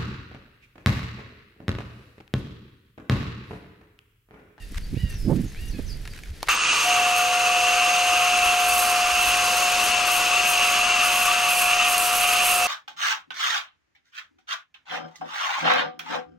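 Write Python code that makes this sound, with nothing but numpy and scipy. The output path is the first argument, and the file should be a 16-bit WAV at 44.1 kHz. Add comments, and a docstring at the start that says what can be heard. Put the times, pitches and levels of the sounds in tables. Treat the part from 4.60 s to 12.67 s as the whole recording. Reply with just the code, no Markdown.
"""An open yard, where a pressure washer's foam gun is lifted and fired at a tractor.
First, filtered noise buffets the microphone, harmonic bird calls sound far off and modal clicks rattle
the plastic gun. Then the trigger opens: noise rings the hollow nozzle and hisses, the pump motor cuts in
as shaft harmonics with a whine, and grainy bright noise makes the foam sizzle. Echoes comb the spray."""
import sys
import numpy as np
from scipy import signal
from scipy.fft import rfft, irfft, next_fast_len
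from scipy.io import wavfile

SR = 44100
rng = np.random.default_rng(int(sys.argv[2]) if len(sys.argv) > 2 else 0)


def unload_audio(sound):
    """Save the sound as a 16-bit wav file, at the path given as the first command line argument."""
    columns = np.transpose(np.atleast_2d(sound))
    # keep every value between -1 and 1, then stretch to whole-number steps
    steps = np.round(np.clip(columns, -1, 1) * 32767)
    wavfile.write(sys.argv[1], SR, steps.astype(np.int16))


N = 355887
TIME = np.arange(N) / SR

TRIGGER_S = 1.886
SPURT_S = 0.05  # length of the first spurt
# air moving past the microphone as it swings: time_s, rumble_db
WIND_RUMBLE = [(0, -41), (.09, -39), (.14, -35), (.75, -29), (.93, -35.5), (1.05, -30.5), (1.4, -34),
               (1.86, -44)]


def jet(lowered_m):
    """Hollow roar and broad hiss; the pressure stored in the hose gives a first spurt, then sags."""
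    # nozzle's main resonance as the gun turns, before trim: time_s, level_db
    main_level = [(2.1, -22.5), (2.35, -24), (2.5, -25.5), (2.8, -25.5), (3.35, -23.5), (3.9, -23.5),
                  (4.2, -27), (4.7, -23.5), (5.0, -25.5), (5.7, -24), (6.1, -23), (6.65, -23.5),
                  (7.0, -24.5), (7.27, -21), (7.39, -28.5), (7.72, -22.5), (7.95, -27)]
    # slower layers, before trim: time_s, low_resonance_db, broad_hiss_db
    body_level = [(2.1, -28.5, -30.5), (2.55, -30, -34), (3.3, -29.5, -32), (3.8, -29, -33.5),
                  (4.4, -28.3, -32), (4.9, -29.5, -30.5), (5.4, -30, -31), (6.8, -28, -32.5),
                  (8.07, -29.5, -32.5)]
    # where the gun is held: time_s, left_over_right_db
    gun_side = [(2.0, -2.5), (3.0, -.7), (3.85, -0.5), (4.15, -3.5), (4.7, -.7), (5.5, 2.3), (6.1, -2),
                (6.7, -1.3), (8.07, -6)]
    # nozzle air modes: pitch_hz, width_hz, level_db, left_over_right_db, left_lead_rad
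    low_modes = [(1158, 110, -5, 4.5, -0.24), (1353, 260, -6, 1.5, -0.81)]
    main_modes = [(2692, 230, 1, -0.21, -0.76), (2620, 405, -3, -1.5, -0.56)]
    high_modes = [(6414, 440, 7, 1.6, -0.27), (8540, 190, -7, 1.4, 0.032), (4400, 760, -9.5, 0.54, -.3)]
    # colour of the broad hiss: frequency_hz, relative_density_db
    hiss_colour = [(15, -5), (40, -1.5), (75, -1), (150, -5.5), (400, -3.5), (700, 1), (1000, 4.5),
                   (1900, 2), (3500, 0.5), (4600, 3), (5600, 0), (7400, -3), (9000, -3.5), (12000, -30),
                   (16000, -29)]
    # left-right likeness of the spray: frequency_hz, correlation
    spray_likeness = [(60, 0.89), (400, 1), (1300, 0.88), (2700, 0.92), (5000, 0.81), (15000, 0.88)]
    thump_db, thump_s = 8.5, 0.019
    sag_at_s, sag_half_s = 1.975, 0.033
    cough_db, cough_band_hz = -31, [1300, 2430]
    whistle_fade_db_per_s = 0.35

    spurt = swell(1.912, SPURT_S / 2)
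    sag = swell(sag_at_s, sag_half_s)
    main_db, = in_time(main_level)
    low_db, hiss_db = in_time(body_level)
    main_db = main_db + 1.5 * spurt - 6.5 * sag
    low_db = low_db + thump_db * since_trigger(thump_s) + 1.6 * spurt + 0.77 * drift(4.9)
    hiss_db = hiss_db + 1.0 * spurt - 3.5 * np.sqrt(sag)

    # a lowered gun sounds further left: 15 dB per metre
    side_db = in_time(gun_side)[0] + 15 * lowered_m
    roar_gain = from_db(main_db + 0.82 + 0.15 * drift(31))
    roar = roar_gain * nozzle(main_modes, apart_db=-11.5) * pan(side_db + 0.2)
    roar += from_db(low_db - 0.2) * nozzle(low_modes, apart_db=-13.5)

    # the high whistle follows roar and hiss, and fades as the spraying goes on
    whistle_db = 0.5 * (hiss_db + main_db) - 4.0 - whistle_fade_db_per_s * (TIME - TRIGGER_S)
    whistle = from_db(whistle_db) * nozzle(high_modes, apart_db=-7.5)
    hiss = from_db(hiss_db + 4.0) * noise(hiss_colour, spray_likeness) * pan(0.6)

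    # the first spurt coughs out the air in the nozzle
    breath = rms_one(cut(rng.standard_normal(N), cough_band_hz, "band"))
    cough = from_db(cough_db) * np.sqrt(spurt) * breath

    flutter = from_db(0.5 * drift(23))
    spray = valve() * flutter * (roar + whistle + hiss + cough)
    return reflections(spray, lowered_m, ground_db=-13, sway_m=0.06)


def nozzle(modes, apart_db):
    """Turbulence rings the nozzle's air modes, which reach left and right with different level and phase."""
    out = 0
    for hz, width_hz, db, side_db, left_lead_rad in modes:
        white = rng.standard_normal((3, N))
        turbulence = white[0] + from_db(apart_db) * white[1:]  # shared noise plus some of each side's own
        ring = resonate(resonate(turbulence, hz, width_hz), hz, width_hz * 4)
        right_delay_s = left_lead_rad / (2 * np.pi * hz)
        ring[1] = np.interp(TIME - right_delay_s, TIME, ring[1])
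        out = out + from_db(db) * pan(side_db) * rms_one(ring)
    return rms_one(out)


def foam(lowered_m):
    """Foam tears into droplets: a fine sizzle with a crackle of bursting drops."""
    # steady sizzle, before trim: time_s, level_db
    steady_level = [(2.2, -39.5), (2.8, -42.5), (3.8, -39), (4.4, -38.5), (5.7, -38), (7.2, -34.5),
                    (8.07, -37)]
    # thick gobs of foam flare up, before trim: center_s, half_length_s, level_db
    flares = [(2.58, .012, -34), (4.176, 0.1, -30.5), (4.678, 0.049, -37), (4.96, 0.057, -38),
              (5.253, 0.045, -33.5), (5.53, 0.051, -34), (5.897, 0.031, -31), (6.035, 0.089, -40.5),
              (6.453, .035, -35), (6.626, 0.085, -34.5), (6.96, 0.094, -32), (7.303, .025, -30),
              (7.43, 0.052, -30.5), (7.556, 0.053, -32.5), (7.68, 0.089, -30.5), (7.905, 0.067, -27)]
    # colour of the sizzle: frequency_hz, relative_density_db
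    sizzle_colour = [(3000, -17), (6500, -7.5), (8500, 0.5), (11400, 1), (12300, -5), (16000, -14)]
    fade_in_at_s, fade_in_s = 2.11, 0.073
    first_sizzle_db, drops_per_s = -38.5, 60

    # the bright sizzle fades in over 73 ms, a moment after the first spurt
    fade_in = np.clip((TIME - fade_in_at_s) / fade_in_s, 0, 1)
    # a lowered gun sizzles less: 25 dB per metre
    steady = fade_in * from_db(in_time(steady_level)[0] - 25 * lowered_m)
    steady = steady + from_db(first_sizzle_db) * since_trigger(SPURT_S)
    power = steady ** 2
    for s, half_s, db in flares:
        power = power + (from_db(db) * swell(s, half_s)) ** 2
    sizzle_db = 10 * np.log10(power + 1e-12) + 0.53 * drift(22)

    fizz = noise(sizzle_colour, 0.87) * from_db(2.9 * drift(180))
    drops = (rng.random(N) < drops_per_s / SR) * np.clip(rng.standard_normal(N), -2, 2)
    fizz = fizz + from_db(6) * cut(drops, [5000, 14000], "band")

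    # thicker foam opens the top of the sizzle; the second filter runs backwards in time
    top = cut(fizz, 8950, "high", order=6)
    top = cut(top[:, ::-1], 10970, "high", order=6)[:, ::-1]
    top_lift_db = 2.5 + 0.14 * (sizzle_db + 35) + 1.2 * drift(12)
    fizz = fizz + (from_db(top_lift_db) - 1) * top
    sizzle = valve() * from_db(sizzle_db + 2.0) * fizz * pan(2.0)
    return reflections(sizzle, lowered_m, ground_db=-9, sway_m=0.049)


def spits():
    """Air pockets leave the nozzle with a sharp tick, a millisecond of bright noise."""
    # sharp spits of foam, before panning: start_s, peak_db
    spit_times = [(2.564, -14), (4.773, -17), (6.6323, -14), (6.9306, -20), (7.2888, -17), (7.3803, -6),
                  (7.4729, -15), (7.847, -14)]
    out, t = np.zeros(N), TIME[:SR // 100]
    for s, db in spit_times:
        burst = rng.standard_normal(len(t)) * np.exp(-t / 0.0013)
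        tick = cut(burst, [6000, 13000], "band")
        start = round(s * SR)
        out[start:start + len(t)] += from_db(db) * tick / np.abs(tick).max()
    return out * pan(1.5)


def valve():
    """The flow opens from nothing to full within 2.9 milliseconds of the trigger."""
    return np.clip((TIME - TRIGGER_S) / 0.0029, 0, 1)


def valve_squeak():
    """A very high, unsteady whistle while the valve seat lifts."""
    # squeaks of the opening valve: start_s, length_s, start_hz, end_hz, level_db
    squeaks = [(1.903, .032, 14400, 14700, -35), (1.941, .018, 15200, 12500, -35)]
    return glides(squeaks, 0.012 * drift(200))


def motor():
    """The pump motor cuts in and runs up to speed: shaft harmonics with one strong whine."""
    # pump motor, before trim: time_s, whine_db, left_over_right_db
    motor_level = [(2.28, -23.5, 1), (3.27, -24, 0.5), (3.29, -23.5, 1.5), (4.38, -23.5, 1),
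                   (4.62, -27.5, 0.5), (4.9, -26, 2), (6.09, -29, 3.5), (6.59, -28, 3), (7.92, -26.5, 2.5),
                   (8.05, -24.5, 2.0)]
    # shaft harmonics, the tenth being the whine: multiple_of_shaft_rate, relative_db
    orders = [(3, -44), (6, -26.5), (7, -20), (8, -25), (9, -23.5), (10, 1.5), (11, -21.5), (12, -41),
              (13, -25), (18, -55.5), (19, -26), (24, -27), (28, -24)]
    on_s, shaft_hz = 2.215, 71.95
    whine_db, side_db = in_time(motor_level)
    # from three quarters of full speed
    run_up = 1 - 0.25 * np.exp(-np.maximum(TIME - on_s, 0) / 0.0081)
    turns = np.cumsum(shaft_hz * run_up * (1 + 0.00033 * drift(1.0))) / SR
    out = 0
    for multiple, db in orders:
        waver_db = 0.63 * drift(30) if multiple == 10 else 2.0 * drift(0.84)
        tone = np.sin(2 * np.pi * (round(multiple) * turns + rng.random()))
        out = out + from_db(db + waver_db) * tone
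    running = np.clip((TIME - on_s) / 0.056, 0, 1) ** 2
    return np.sqrt(2) * running * from_db(whine_db - 1.8) * out * pan(side_db)


def lowered():
    """The gun is swept down and up: metres by which each sweep shortens the path by the ground."""
    # sweeps about twice a second: lowest_point_s, path_shortening_m
    sweeps = [(5.36, .22), (5.861, .18), (6.318, 0.26), (6.76, .17), (7.22, .2), (7.73, .22)]
    return sum(metres * swell(s, 0.095) for s, metres in sweeps)


def reflections(x, lowered_m, ground_db, sway_m):
    """Echoes comb the spray, and the comb slides as the gun is waved about."""
    # the gun's mean height sets the way round by the ground: time_s, extra_path_m
    ground_path = [(1.9, 1.328), (2.15, 1.41), (2.75, 1.48), (3.1, 1.37), (3.85, 1.28), (4.75, 1.29),
                   (5.6, 1.23), (8.05, 1.32)]
    # echoes from arms, tractor and wall: mean_extra_path_m, level_db
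    echoes = [(.7, -19.5), (1.902, -10.5), (3.098, -14), (4.599, -12), (7.297, -11)]
    ground_m = in_time(ground_path)[0] - lowered_m
    height_shift_m = ground_m - np.mean(ground_m)
    paths = [(ground_m, ground_db)]
    for m, db in echoes:
        paths.append((m + height_shift_m + sway_m * drift(0.6), db))
    fine = signal.resample_poly(x, 4, 1, axis=1)  # quarter-sample steps let the delays slide smoothly
    out, power = x, 1
    for metres, db in paths:
        read_at = np.round((TIME - metres / 343) * SR * 4)  # sound travels 343 m/s
        heard = np.clip(read_at, 0, fine.shape[1] - 1).astype(int)
        out = out + from_db(db) * fine[:, heard]
        power = power + from_db(2 * db)
    return out / np.sqrt(power)


def gun_clicks():
    """Each contact is a brief dying chatter in the plastic shell; heavy ones wake its low modes."""
    # clicks of gun and trigger, before echo: start_s, peak_db, low_body_db, ring_time_s
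    clicks = [(0.155, -36, 4, 0.028), (0.947, -31.5, -18, 0.0076), (1.453, -28.5, -1, 0.03),
              (1.475, -27, 0, 0.016), (1.535, -33, -12, 0.02), (1.589, -30, -12, 0.02),
              (1.635, -31, -7, 0.017), (1.658, -38, -10, .03), (1.829, -14.5, 4, 0.011),
              (1.875, -27, 5.5, 0.014), (1.8847, -9.5, 7, 0.031)]
    # plastic shell of the gun: pitch_hz, width_hz, relative_db
    shell_modes = [(640, 1200, -2.5), (1250, 370, 4.5), (1650, 660, 3), (2370, 840, 3), (3900, 1100, -4.5),
                   (5600, 2900, -8.5), (9900, 4700, -14)]
    out, t = np.zeros(N), TIME[:SR // 8]
    for s, db, body_db, t60 in clicks:
        chatter = rng.standard_normal(len(t)) * from_db(-60 * t / t60)
        click = 0
        for k, (hz, width_hz, mode_db) in enumerate(shell_modes):
            gain = (-1) ** k * from_db(mode_db + body_db * (hz < 1500))  # neighbours in opposite phase
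            click = click + gain * resonate(chatter, hz, width_hz)
        start = round(s * SR)
        out[start:start + len(t)] += from_db(db) * click / np.abs(click).max()
    return yard_echo(out, t60=0.042, wet_db=-15)


def rubbing():
    """Skin and hose scrape over the plastic in short, grainy strokes."""
    # hand on grip and hose, before grain: center_s, half_length_s, level_db
    rubs = [(0.163, 0.031, -47.5), (0.522, 0.025, -51), (0.796, 0.034, -49), (.9, 0.033, -55),
            (1.204, 0.018, -51), (1.568, 0.022, -48), (1.677, 0.026, -51), (1.817, 0.0071, -45),
            (1.887, 0.024, -41)]
    # colour of the scrape: frequency_hz, relative_density_db
    rub_colour = [(300, -18), (1000, -2.5), (1800, 5.5), (3000, 0.5), (5000, -4), (10000, -13),
                  (16000, -24)]
    strokes = sum(from_db(db) * swell(s, half_s) for s, half_s, db in rubs)
    grain = from_db(-2.0 + 5.2 * drift(90))
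    return strokes * grain * noise(rub_colour, 0.58)


def rustle():
    """Cloth shifts as the arms swing the gun round: bright, grainy noise that follows the wind rumble."""
    # colour of the cloth: frequency_hz, relative_density_db
    rustle_colour = [(2000, -28), (6000, -1), (9000, 0), (11500, 2), (13000, -5), (16000, -11)]
    # -55 dB at a rumble of -30 dB, with 0.57 of its swing
    rustle_db = -55 + 0.57 * (in_time(WIND_RUMBLE)[0] + 30)
    grain = rms_one(from_db(2.5 * drift(250) + 3.1 * drift(28)))
    return from_db(rustle_db) * grain * noise(rustle_colour, 0.88)


def wind():
    """Eddies at the microphone as it swings: low rumble, buffeting and single gusts of filtered noise."""
    # the side that the wind strikes: time_s, left_over_right_db
    wind_side = [(0, -2), (.25, 2), (.36, -9.5), (.55, -1), (.72, -11), (.95, -1.5), (1.2, -7), (1.8, 0)]
    # colours of the two layers: frequency_hz, relative_density_db
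    rumble_colour = [(15, -3), (40, 4), (70, -7), (110, -10.5), (200, -19.5), (500, -60)]
    buffet_colour = [(60, -14), (130, 0), (210, -3), (350, -12.5), (550, -28), (1000, -35), (2000, -68)]
    # single gusts, before panning: center_s, half_length_s, level_db, upper_edge_hz
    gusts = [(.122, 0.0045, -39, 383), (.178, 0.016, -27, 78), (.339, 0.0076, -25.5, 246),
             (.372, 0.0041, -21.5, 200), (.447, 0.0095, -18, 153), (.548, 0.0096, -29, 130),
             (.66, 0.0094, -26, 130), (.708, 0.03, -20, 300), (.713, 0.015, -29.5, 770),
             (.788, 0.021, -22.5, 260), (.85, 0.019, -29.5, 249), (1.15, 0.016, -35.5, 253),
             (1.194, 0.005, -27.5, 440), (1.71, 0.021, -31.5, 80.4), (3.884, 0.039, -44, 80),
             (4.148, .1, -49, 80.5), (4.66, 0.13, -43, 79)]
    rumble_db, = in_time(WIND_RUMBLE)
    side_db, = in_time(wind_side)
    # -47.5 dB at a rumble of -30 dB, with 0.94 of its swing
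    buffet_db = -47.5 + 0.94 * (rumble_db + 30) + 1.5 * drift(8.2)
    moving = np.clip((1.95 - TIME) / 0.048, 0, 1)  # rumble and buffeting end at 1.95 s
    rumble = from_db(rumble_db) * noise(rumble_colour, 0.84)
    buffet = from_db(buffet_db) * noise(buffet_colour, 0.96)
    out = moving * (rumble + buffet)

    white = rng.standard_normal((2, N))
    for k, (s, half_s, db, edge_hz) in enumerate(gusts):
        near = np.abs(TIME - s) < 10 * half_s
        eddy = cut(white[k % 2, near], [edge_hz / 3, edge_hz], "band", order=3)
        shape = swell(s, half_s)[near]
        eddy_rms = np.sqrt(np.average(eddy ** 2, weights=shape ** 2))
        out[:, near] += from_db(db) * shape * eddy / eddy_rms
    return out * pan(side_db)


def birds():
    """A nasal caller whose harmonics scoop up, hold and sag, and some thin, raspy chirps."""
    # nasal calls, before echo: start_s, length_s, pitch_hz, scoop_share, fall_share, level_db
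    calls = [(-.16, 0.21, 985, .3, 0.083, -54.5), (0.343, .21, 1007, .45, .12, -51.5),
             (0.949, 0.15, 949, .45, 0.018, -53), (1.13, 0.059, 875, 0, 0.082, -53)]
    # make-up of the nasal voice: harmonic, relative_db
    harmonics = [(2, 1), (3, 2.5), (4, -8), (5, -7)]
    # thin sliding chirps, before echo: start_s, length_s, start_hz, end_hz, level_db
    chirps = [(.2, 0.074, 4400, 4800, -53), (0.486, 0.1, 6100, 5700, -52), (.52, 0.2, 5400, 4950, -52),
              (.84, .07, 6800, 6200, -54), (1.06, .06, 6050, 5800, -54), (1.1, .04, 5100, 4000, -49),
              (1.255, .04, 6200, 5900, -50), (1.277, 0.064, 5200, 4450, -43),
              (1.49, 0.047, 5200, 4270, -52)]
    scoop_s, edge_s = 0.017, 0.013
    song, waver, tremble_db = np.zeros(N), 0.012 * drift(145), 2.6 * drift(70)
    for s, length, hz, scoop, fall, db in calls:
        on = (TIME > s) & (TIME < s + length)
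        age = TIME[on] - s
        bend = scoop * np.exp(-age / scoop_s) + fall * (age / length) ** 1.3
        phase = 2 * np.pi * np.cumsum(hz * (1 - bend + waver[on])) / SR
        envelope = np.minimum(np.minimum(age, length - age) / edge_s, 1)
        voice = sum(from_db(level_db) * np.sin(round(k) * phase) for k, level_db in harmonics)
        song[on] += envelope * from_db(db + tremble_db[on]) * voice
    song = cut(song + glides(chirps, 0.036 * drift(380)), 1760, "high", order=10)
    return from_db(0.5) * yard_echo(song, t60=0.21, wet_db=-3.5)


def yard_air():
    """The steady bed of the open yard: wide coloured noise whose level wanders slowly."""
    # colour of the yard: frequency_hz, relative_density_db
    yard_colour = [(180, -5), (300, 0.5), (420, 1.5), (650, -8.5), (1120, -17), (1350, -11), (1750, -5.5),
                   (3300, -9.5), (4900, -9.5), (6500, -16), (8400, -22.5), (11300, -23), (15500, -38)]
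    return from_db(-50 + 1.0 * drift(1.6)) * noise(yard_colour, 0.66)


def yard_echo(x, t60, wet_db):
    """Scattered reflections as decaying noise, different at each ear."""
    t = TIME[:SR // 2]
    scatter = cut(rng.standard_normal((2, len(t))), 9000, "low")
    scatter = scatter * from_db(-60 * t / t60) * (t > 0.006)
    scatter /= np.sqrt(np.sum(scatter ** 2) / 2)
    return x + from_db(wet_db) * signal.fftconvolve(x[None], scatter, axes=1)[:, :N]


def glides(rows, waver):
    """Short whistles that swell and fade while they slide in pitch."""
    out = np.zeros(N)
    for s, length, start_hz, end_hz, db in rows:
        on = (TIME > s) & (TIME < s + length)
        along = (TIME[on] - s) / length
        hz = (1 + waver[on]) * (start_hz + (end_hz - start_hz) * along)
        out[on] += from_db(db) * np.sin(np.pi * along) * np.sin(2 * np.pi * np.cumsum(hz) / SR)
    return out


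def noise(spectrum, likeness):
    """Stereo noise of a given colour and left-right correlation (a number or a spectrum); rms 1."""
    size = next_fast_len(N)
    hz = np.arange(size // 2 + 1) * SR / size
    alike = np.clip(likeness if np.isscalar(likeness) else at_hz(likeness, hz), -1, 1)
    mid, side = rfft(rng.standard_normal((2, size)))
    both = np.sqrt(1 + alike) * mid + np.sqrt(1 - alike) * side * [[1], [-1]]
    coloured = both * from_db(at_hz(spectrum, hz)) * (hz > 10)
    return rms_one(irfft(coloured, size)[:, :N])


def resonate(x, hz, width_hz):
    """Two-pole resonance with gain 1 on top."""
    r = np.exp(-np.pi * width_hz / SR)
    feed = np.array([1, 0, -1]) * (1 - r * r) / 2
    feedback = [1, -2 * r * np.cos(2 * np.pi * hz / SR), r * r]
    return signal.lfilter(feed, feedback, x + 1e-18)


def cut(x, hz, kind, order=2):
    """Butterworth filter."""
    sos = signal.butter(order, np.clip(hz, 10, 0.45 * SR), kind, fs=SR, output="sos")
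    return signal.sosfilt(sos, x)


def drift(rate_hz):
    """Random wander of spread 1: noise smoothed by two equal poles, made at every 40th sample."""
    r = np.exp(-80 * np.pi * rate_hz / SR)
    white = rng.standard_normal(N // 40 + 2002)
    slow = signal.lfilter([1], [1, -2 * r, r * r], white)[2000:]  # skip the filter's start
    return np.interp(np.arange(N) / 40, np.arange(len(slow)), rms_one(slow))


def swell(s, half_s):
    """A bell-shaped rise and fall of height 1."""
    return np.exp(-0.5 * np.minimum(((TIME - s) / half_s) ** 2, 100))


def since_trigger(decay_s):
    """Dies away from 1 once the trigger is pulled."""
    return np.exp(-np.clip((TIME - TRIGGER_S) / decay_s, 0, 50))


def in_time(rows):
    """Each column of a curve at every sample."""
    s, *columns = np.transpose(rows)
    return [np.interp(TIME, s, c) for c in columns]


def at_hz(points, hz):
    """Read a spectrum on a log-frequency axis."""
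    f, value = np.transpose(points)
    return np.interp(np.log(hz + 1), np.log(f), value)


def pan(db):
    """Left and right gains for a level difference, left over right."""
    return from_db(np.array([[0.5], [-0.5]]) * db)


def from_db(db):
    """Decibels to gain."""
    return 10 ** (np.asarray(db) / 20)


def rms_one(x):
    """Scale to unit power."""
    return x / np.sqrt(np.mean(x ** 2) + 1e-20)


def scene():
    """Washer, handling, wind and the yard around them."""
    lowered_m = lowered()
    washer = jet(lowered_m) + foam(lowered_m) + spits() + valve_squeak() + motor()
    # rustle and yard air dip briefly before the trigger
    dip = from_db(-6 * swell(1.715, 0.01))
    handling = gun_clicks() + rubbing() + dip * rustle()
    return washer + handling + wind() + birds() + dip * yard_air()


def record(dry):
    """The top is cut steeply above 15.72 kHz by an elliptic low-pass."""
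    return signal.sosfilt(signal.ellip(14, 0.1, 90, 15720, fs=SR, output="sos"), dry)


dry = scene()
out = record(dry)
unload_audio(out)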